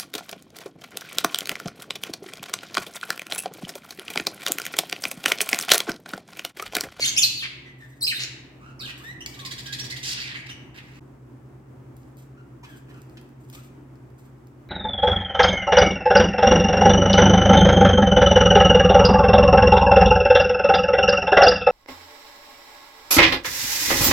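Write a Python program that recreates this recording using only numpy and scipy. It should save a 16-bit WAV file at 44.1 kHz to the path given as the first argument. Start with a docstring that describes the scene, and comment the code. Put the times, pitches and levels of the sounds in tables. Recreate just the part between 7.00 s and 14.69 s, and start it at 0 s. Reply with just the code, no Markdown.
"""Small parrots in a hard-walled room, heard from close by on a phone with two microphones.
A wash of room echo opens, with loud gliding whistles and dry rasps from the left. From 1.5 s the chatter is
further off to the right, with a run of quick rising chips and one sharp bite on a toy cart of wooden sticks.
At a cut near 4 s the sound drops out briefly, chopping off chatter and echo; beak ticks on the cart and soft
mutters follow. A fan hums underneath, and the hand on the phone adds a faint rumble."""
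import sys
import numpy as np
from scipy import signal
from scipy.fft import rfft, irfft
from scipy.io import wavfile
from scipy.ndimage import map_coordinates

SR = 44100
rng = np.random.default_rng(int(sys.argv[2]) if len(sys.argv) > 2 else 0)


def bounce(signal):
    """Save signal as a 16-bit WAV file at the path given by the first command-line argument."""
    frames = np.transpose(np.atleast_2d(signal))
    limited = np.clip(frames, -1, 1)
    pcm = np.round(limited * 32767).astype(np.int16)
    wavfile.write(sys.argv[1], SR, pcm)


N = 339129
T = np.arange(N) / SR
CUT_S, TOP_HZ = 3.997, 16200  # time of the cut; upper limit of the phone

# breath in a hoarse note: (frequency [Hz], gain [dB])
BREATH = [(700, -23.5), (1300, -5.5), (3000, -6), (6000, 4), (12500, -7.5), (16000, -7)]
# whistled notes: (time [s], length [s], level [dB], crescendo [dB], start pitch [Hz], middle pitch [Hz],
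# end pitch [Hz], octave over fundamental [dB], roughness [0-1])
WHISTLES = [ (0.013, 0.02, -22.5, 23, 2340, 2253, 2070, 8, 0.18),
            (0.039, 0.028, -19.5, 5, 2496, 3479, 3724, -2, 0.05),
            (0.072, .032, -24.5, -6, 3074, 3170, 3150, 7, 0.63),
            (0.165, 0.0073, -22.5, -9, 2785, 2480, 2460, 6, 0.42),
            (0.173, 0.0305, -15, -10, 2345, 3538, 3150, 1.5, 0.27),
            (0.207, 0.028, -18.5, 9.5, 3290, 3003, 2420, 4, 0.43),
            (0.230, 0.028, -14, -3.5, 4250, 4243, 4180, -16.5, 0.71),
            (0.345, 0.11, -32.5, 0.5, 4740, 3705, 1690, -28, 0.47),
            (0.655, .065, -50.5, -9, 1940, 1990, 2011, -25, 0.44),
            (0.800, 0.066, -52.5, -4.5, 1940, 1784, 1722, -11, .8),
            (0.920, 0.035, -57.5, -7, 1940, 1880, 1910, -9.5, 0.54),
            (1.007, 0.02825, -27, 26.5, 5960, 4054, 4416, -1.5, 0.37),
            (1.034, 0.0255, -22, 0, 4510, 4936, 5050, -20, 0.36),
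            (1.068, 0.00607, -23, -5.5, 3420, 2600, 2500, -9, .2),
            (1.075, 0.0353, -25, -18, 4082, 4020, 3876, -11, 0.42),
            (1.099, 0.034, -27, -13.5, 3270, 2215, 1308, -17, .2),
            (1.143, 0.039, -29.5, 3, 3935, 3800, 4030, -20, 0.61),
            (1.600, 0.13, -52, 5, 1148, 1366, 1427, -8, .8),
            (1.793, 0.066, -44.5, 3, 1072, 1436, 1790, 1, 0.58),
            (1.793, .036, -36.5, 1, 5620, 4100, 3622, -19.5, 0.65),
            (1.830, 0.04, -37.5, 8, 4747, 3720, 2290, -16, 0.24),
            (1.880, 0.034, -42.5, -3, 2450, 2700, 3098, -14, 0.66),
            (2.000, .035, -52, -3, 1040, 1213, 1440, -18, 0.19),
            (2.033, 0.0936, -41.5, -0.5, 1715, 1893, 1996, -10, 0.24),
            (2.205, 0.033, -41, -11.5, 2760, 3059, 3055, -6, 0.54),
            (2.360, 0.13, -46.5, 11, 1220, 1108, 1037, -4, 0.12),
            (2.660, 0.084, -44.5, 3.5, 1605, 1643, 1760, -7, 0.45),
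            (2.797, 0.0326, -36.5, -10, 5372, 5670, 5850, -27.5, 0.31),
            (2.915, 0.049, -43, -18.5, 2200, 2020, 2136, -20, 0.76),
            (3.116, .022, -37, -3, 4260, 4800, 5650, -17, 1),
            (3.200, 0.0233, -35, 3, 4726, 4520, 4510, -26.5, 0.84),
            (3.215, .06, -39, -9, 2250, 2400, 2087, -18, 0.65),
            (3.293, 0.0352, -41.5, 0, 2412, 1894, 2470, 0.5, .9),
            (3.350, 0.0685, -42.5, -10, 2188, 2264, 2210, -24.5, 0.8),
            (3.498, 0.031, -40.5, -8.5, 2694, 3029, 3016, -8, 0.12),
            (5.365, 0.0562, -57, -2, 1330, 1389, 1403, -9.5, .6),
            (5.629, .028, -46.5, -4, 914, 1053, 1397, -16, 1),
            (5.655, 0.119, -55, -3, 1682, 1636, 1435, -5, .65),
            (5.940, 0.061, -54.5, -1, 1482, 1334, 1247, -4.5, 0.99),
            (6.545, 0.065, -54.5, -1.5, 1234, 1240, 1454, -5.5, 0.66), ]


def whistle(length, db, crescendo_db, start_hz, middle_hz, end_hz, octave_db, rough,
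            jitter=0.076, third_db=-15, fourth_db=-19, hiss_db=-15, brighten=.26):
    """The syrinx bends one note through an arc; hoarseness shakes its pitch and strength and adds air."""
    n = int(length * SR)
    u = np.linspace(0, 1, n)
    arc = np.polyfit([0, .5, 1], np.log([start_hz, middle_hz, end_hz]), 2)
    hz = np.exp(np.polyval(arc, u))
    phase = 2 * np.pi * np.cumsum(hz * (1 + jitter * rough * wander(n, 900))) / SR
    effort_db = db + crescendo_db * (u - .5)
    first_db = effort_db - 10 * np.log10(1 + undb(octave_db) ** 2)  # two lowest partials share the effort
    upper_db = effort_db + brighten * (effort_db + 25)  # soft notes are purer
    levels = [first_db, first_db + octave_db, upper_db + third_db, upper_db + fourth_db]
    tone = sum(undb(g) * np.sin(k * phase) * (k * hz < TOP_HZ) for k, g in enumerate(levels, 1))
    air = undb(hiss_db + effort_db) * rough * unit(colour(rng.standard_normal(n), BREATH))
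    flutter = 1 + .55 * rough * wander(n, 450)
    attack, release = u / .13, (1 - u) / .22
    envelope = np.sin(np.pi / 2 * np.clip(np.minimum(attack, release), 0, 1))
    return (np.sqrt(2) * tone * flutter + air) * envelope


# run of chips, off to the right: (time [s], level [dB], centre pitch [Hz])
CHIPS = [(2.333, -46, 3485), (2.388, -40.5, 3654), (2.447, -34.5, 4199), (2.508, -34, 3900),
         (2.578, -37, 3970), (2.656, -37.5, 3930), (2.722, -31.5, 3930), (2.785, -33, 4150),
         (2.838, -38, 4116), (2.897, -34.5, 4340), (2.959, -37, 3896)]


def chip(db, hz, low_db=-9, high_db=-13, peak_s=0.01, rasp_db=-3.5, tone_db=-1, hiss_db=-11.5):
    """A fast upward flick of pitch, strongest in its second harmonic, with a rasp and a puff of air."""
    throat = rasp(.014, db + rasp_db, hz)
    n = len(throat)
    t = np.linspace(-1, 1, n) * n / SR / 2
    octaves = rng.uniform(.3, .55)  # reach either side of the centre
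    glide = hz * 2 ** (octaves * np.tanh(t / .007)) * (1 + .033 * wander(n, 1100))
    phase = 2 * np.pi * np.cumsum(glide) / SR
    upper = np.sin(3 * phase / 2) + np.sin(2 * phase)
    tone = np.sin(phase) + undb(low_db) * np.sin(phase / 2) + undb(high_db) * upper
    flick = unit(tone * np.exp(-(t / peak_s) ** 2))
    puff = unit(colour(rng.standard_normal(n), [(3000, -20), (7000, 1), (15000, 0)]))
    return throat + undb(db) * (undb(tone_db) * flick + undb(hiss_db) * puff) * swell(n, 0.0036)


# throat resonance: (frequency [multiple of the centre], gain [dB])
THROAT = [(0.239, -17.5), (.42, -6), (0.718, 0), (1.08, 0), (1.5, -2.5), (2.3, -15), (3.7, -23.5)]
# first row, the opening wash of room echo; the rest, dry rasps:
# (time [s], nominal length [s], level [dB], centre [Hz], treble [dB])
WASH_AND_RASPS = [(0.0, 0.087, -32, 4190, 4.5), (0.425, 0.0385, -35, 3286, -27),
                  (1.195, 0.043, -31.5, 4065, -1), (1.875, 0.0297, -42, 2553, 3.5),
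                  (3.031, 0.105, -34, 4348, 2), (3.14, 0.076, -40.5, 3630, -8), (3.2, 0.081, -42, 3343, -5),
                  (3.29, 0.026, -43, 2820, -11), (3.345, 0.018, -38.5, 2700, -10),
                  (3.462, 0.0083, -46.5, 3240, 3), (3.49, 0.01, -41.5, 2950, 0),
                  (3.745, 0.035, -51.5, 2445, 3.5), (3.775, 0.015, -45.5, 2514, 0.5),
                  (3.83, 0.16, -62, 2358, 8), (5.635, 0.018, -51, 2458, 7), (5.885, 0.028, -59, 2060, 5.5),
                  (6.172, 0.00533, -48.5, 2730, 5), (6.527, 0.025, -57, 3400, 3)]


def rasp(length, db, hz, treble_db=0, pulse_hz=290, squeak_db=-6):
    """Uneven flaps of the syrinx chop air that rings the throat, with a broken squeak inside."""
    n = int((length + 0.0079) * SR)
    flap_phase = 2 * np.pi * np.cumsum(pulse_hz * (1 + 0.5 * wander(n, 293.3))) / SR
    flaps = np.exp(.55 * np.cos(flap_phase) + .25 * wander(n, 200))
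    resonance = [(k * hz, g + treble_db * (k > 2)) for k, g in THROAT]
    air = unit(colour(rng.standard_normal(n) * flaps, resonance))
    squeak_phase = 2 * np.pi * np.cumsum(hz * (1 + 0.1375 * wander(n, 340.8))) / SR
    squeak = unit(flaps * np.sin(squeak_phase))
    return undb(db) * unit(air + undb(squeak_db) * squeak) * swell(n, 0.0042)


# colour the phone's microphones give the birdsong: (frequency [Hz], gain [dB])
MIC_COLOUR = [(800, -4.5), (1800, 1.5), (3200, -2), (4500, -1), (7000, -0.5), (9500, -2.5), (11800, -1.5),
              (15500, -5.5)]
# arrival at the left microphone after the right: (place [name], lag [samples])
LEFT_MIC_LAG = {"calls": -8, "chatter": 11, "mutters": 7, "cart": 10}


def birds(whistle_db=-2, chip_db=-1, rasp_db=2):
    """The first loud calls come from the left, the later chatter from the right and further off."""
    noises = undb(chip_db) * play(CHIPS, chip) + undb(rasp_db) * play(WASH_AND_RASPS, rasp, lead_s=.003)
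    song = colour(noises + undb(whistle_db) * play(WHISTLES, whistle), MIC_COLOUR)
    first, late = T < 1.5, T > CUT_S
    calls = room(song * first, LEFT_MIC_LAG["calls"], wet_db=-5, early_db=-2, left_db=0.7)
    chatter = room(song * ~first * ~late, LEFT_MIC_LAG["chatter"], wet_db=-3.5, early_db=-.5, left_db=-3.83)
    mutters = room(song * late, LEFT_MIC_LAG["mutters"], wet_db=-6, early_db=-1.5)
    return (calls + chatter) * ~late + mutters  # the cut chops off chatter and echo


# modes of a wooden stick: (frequency [Hz], t60 [s], level [dB])
STICK_MODES = [(1852.5, 0.046, -33), (2354, 0.0546, -1.5), (3355, 0.01, -8), (4741, 0.0066, 5.5),
               (4970, 0.0091, 6), (7205, 0.012, -9)]
# beak on wood, close up: (time [s], level [dB], splinter treble [dB], wood body [dB])
BITES = [(2.2612, -18, -13, -3), (4.0354, -60, -14, -12), (4.9674, -45, 0, -23), (5.0324, -51, -11.5, -7.5),
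         (5.1701, -36.5, -10.5, -23), (5.9424, -43.5, -30, -9), (6.0182, -34, -8, -20),
         (6.0965, -37, -12, -17.5), (6.1734, -40, -18, -21.5), (6.2134, -37, -10, -19.5),
         (6.2911, -47, -7.5, -20.5), (6.4998, -34, -5, -15), (6.9561, -54.5, -8.5, -3.5),
         (7.1034, -51.5, -8.5, -12.5), (7.1821, -50.5, -5, -19), (7.4709, -36.5, -14, -20)]


def bite(db, treble_db, body_db, crack_s=0.0013, crack_db=-2, ring_db=-8, crunch_db=-6, crunch_s=0.004):
    """A fibre snaps with a sharp crack, its neighbours crunch and the stick rings."""
    t = np.arange(SR // 16) / SR
    ring = sum(undb(g - 60 * t / t60) * np.sin(2 * np.pi * hz * (1 + 0.044 * rng.standard_normal()) * t)
               for hz, t60, g in STICK_MODES)
    crack = np.diff(rng.standard_normal(len(t) + 1)) * np.exp(-t / crack_s)
    crunch_colour = [(600, -35.5), (1300, -6.5), (2200, 8.5), (4500, 7), (7500, 5.5), (10000, -38)]
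    crunch = unit(colour(rng.standard_normal(len(t)), crunch_colour)) * np.exp(-t / crunch_s)
    body = undb(ring_db) * ring + undb(crunch_db) * crunch
    return undb(db) * (undb(body_db) * body + undb(treble_db + crack_db) * crack)


def nibbles(per_s=9, db=-66, spread_db=3):
    """Rows of faint stray beak ticks between the firmer bites, after the cut."""
    times = rng.uniform(CUT_S, N / SR, int(per_s * (N / SR - CUT_S)))
    return [(s, db + spread_db * rng.standard_normal(), -8, -8) for s in times]


# colour of the crackle: (frequency [Hz], gain [dB])
SCRAPE_COLOUR = [(1000, -5), (2500, -4.5), (5500, -6.5), (8200, -3), (10000, -12.5), (13000, -4.5),
                 (16000, -12)]
# wood fibres tearing and feathers brushing: (time [s], nominal length [s], level [dB])
SCRAPES = [(.78, 0.287, -68), (1.97, 0.176, -57.5), (2.28, 1, -58.5), (4.96, 0.156, -72.5),
           (5.17, 0.08, -62), (5.65, 0.158, -62.5), (5.89, 0.4, -73), (6.4, 0.151, -69), (6.524, 0.02, -48),
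           (6.56, 0.12, -60.5), (7.18, 0.1, -66.5)]


def scrape(length, db, grain_db=3, fade=0.8, uneven_db=3.5, release_share=0.32):
    """A dense, uneven crackle of tiny fibres that eases off as the beak slips."""
    n = int((length + 0.025) * SR)
    u = np.arange(n) / n
    sizes = undb(grain_db * np.minimum(rng.exponential(size=n), np.pi) + uneven_db * wander(n, 66.4))
    grains = rng.choice([-1, 1], n) * (rng.random(n) < .1) * sizes
    slip = np.exp(-fade * u) * np.minimum((1 - u) / release_share, 1)
    return undb(db) * unit(colour(grains * slip, SCRAPE_COLOUR)) * swell(n, 0.0082)


def chewing():
    """Bites and scrapes on the cart, close to the microphones and to the right."""
    wood = play(BITES, bite) + play(nibbles(), bite) + play(SCRAPES, scrape)
    return room(wood, LEFT_MIC_LAG["cart"], wet_db=-8, early_db=-8)


# decay between the hard walls: (frequency [Hz], t60 [s])
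ROOM_T60 = [(500, 0.52), (2000, 0.92), (4000, 0.556), (8000, 0.47), (15000, 0.25)]


def room(x, lag, wet_db, early_db, left_db=0, build_s=0.0096):
    """Direct sound reaches the left microphone lag samples late; near walls and a diffuse tail follow."""
    t = np.arange(SR) / SR
    f = np.fft.rfftfreq(SR, 1 / SR) + 1
    hz, t60 = np.transpose(ROOM_T60)
    noise = rfft(rng.standard_normal((2, SR)))
    bands = [np.interp(np.log(f), np.log(hz), row) for row in np.eye(len(hz))]
    tail = sum(irfft(noise * band) * undb(-60 * t / decay) for band, decay in zip(bands, t60))
    tail *= 1 - np.exp(-t / build_s)
    early = rng.standard_normal((2, SR)) * (rng.random((2, SR)) < .02) * np.exp(-t / 0.016) * (t > .001)
    response = (undb(wet_db) * unit(tail) + undb(early_db) * unit(early)) / np.sqrt(SR)
    direct = np.array([np.roll(x, lag) * undb(left_db / 2), x * undb(-left_db / 2)])
    return direct + signal.fftconvolve(x[None], response, axes=1)[:, :N]


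# fan motor lines: (frequency [Hz], level [dB], unsteadiness [0-1])
MOTOR_LINES = [(62.5, -60, 0.093), (122.6, -51, 0.9155), (131.9, -49.5, 0.25), (176.6, -72.5, 0.72),
               (236.8, -63, 0.94), (256.8, -67.5, 0.99)]
# air rushing from the fan: (frequency [Hz], gain [dB])
FAN_RUSH = [(30, -31), (50, -8.5), (90, -4.5), (190, -7), (290, 1), (370, -3), (450, -11.5), (650, -16),
            (1100, -19), (2000, -28), (4000, -42), (8000, -41.5), (10000, -46), (16000, -45)]
# slow swell, of which the fan follows a share: (time [s], level [dB])
FAN_SWELL = [(0.0, -42), (0.32, -48.5), (1.01, -50), (1.18, -45.5), (1.52, -48), (1.8, -44), (2.42, -45),
             (2.87, -41), (3.19, -46), (7.03, -45), (7.15, -47.5), (7.69, -46.5)]


def fan(rush_db=-50, wide_hz=520, swell_share=.7):
    """Wavering motor lines over rushing air; the bass is alike at both microphones."""
    hum = np.zeros(N)
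    for hz, db, loose in MOTOR_LINES:
        waver = 1 + loose * (wander(N, 7) + 1j * wander(N, 7)) / np.sqrt(2)
        line = np.real(waver * np.exp(2j * np.pi * (hz * T + rng.random())))
        hum += undb(db) * np.sqrt(2 / (1 + loose ** 2)) * line
    mid, side = colour(rng.standard_normal((2, N)), FAN_RUSH)
    side = colour(side, [(100, -12), (wide_hz / 2, -11), (wide_hz, -2), (2000, -1)])
    rush = unit(np.array([mid + side, mid - side])) * undb(rush_db + wander(N, 14))
    swell_db = np.interp(T, *np.transpose(FAN_SWELL))
    return (hum + rush) * undb(swell_share * (swell_db - swell_db.mean()))


# hand moves, right at the microphones: (time [s], length [s], level [dB])
HAND_MOVES = [(0, .4, -53), (1.6, 2.5, -57.5)]


def handling(rest_db=-64.5, ease_s=0.11):
    """The hand shifts on the phone with a soft rumble while it follows the bird."""
    rumble_colour = [(25, -26), (70, -1.5), (130, 4.5), (260, -5),
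                     (500, -18), (900, -11), (2000, -36), (8000, -63.5)]
    rumble = colour(rng.standard_normal((3, N)), rumble_colour)  # shared, left, right
    moves = play(HAND_MOVES, lambda length, db: undb(db) * swell(int(length * SR), ease_s))
    return unit(rumble[0] + 0.54 * rumble[1:]) * (undb(rest_db) + moves)


def undb(db):
    """Decibels to gain."""
    return 10 ** (np.asarray(db) / 20)


def unit(x):
    """Scale to rms 1."""
    return x / np.sqrt(np.mean(x ** 2) + 1e-20)


def colour(x, points):
    """Filter by (frequency [Hz], gain [dB]) points on a log-frequency axis."""
    hz, db = np.transpose(points)
    f = np.fft.rfftfreq(x.shape[-1], 1 / SR) + 1
    return irfft(rfft(x) * undb(np.interp(np.log(f), np.log(hz), db)), x.shape[-1])


def wander(n, rate):
    """Smooth random drift of spread near 1 that changes about rate times a second."""
    steps = np.arange(n) * rate / SR
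    return map_coordinates(rng.standard_normal(int(steps[-1]) + 4), [steps + 1], order=2, mode="nearest")


def swell(n, edge_s):
    """A flat envelope with rounded ends."""
    t = np.arange(n) / SR
    return np.sin(np.pi / 2 * np.clip(np.minimum(t, t[::-1]) / edge_s, 0, 1)) ** 2


def play(table, voice, lead_s=0):
    """Sound every row of an event table, lead_s ahead of its time."""
    track = np.zeros(N)
    for s, *row in table:
        sound = voice(*row)
        i = max(int((s - lead_s) * SR), 0)
        track[i:i + len(sound)] += sound[:max(N - i, 0)]
    return track


def scene():
    """Birds, cart, fan and hand; the sound drops out briefly at the cut."""
    dropout = 1 - .9 * np.exp(-((T - CUT_S - .004) / .006) ** 4)
    return (birds() + chewing() + fan() + handling()) * dropout


def record(dry):
    """The phone cuts the treble above TOP_HZ."""
    return signal.sosfilt(signal.ellip(8, .2, 70, TOP_HZ, fs=SR, output="sos"), dry)


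dry = scene()
out = record(dry)
bounce(out)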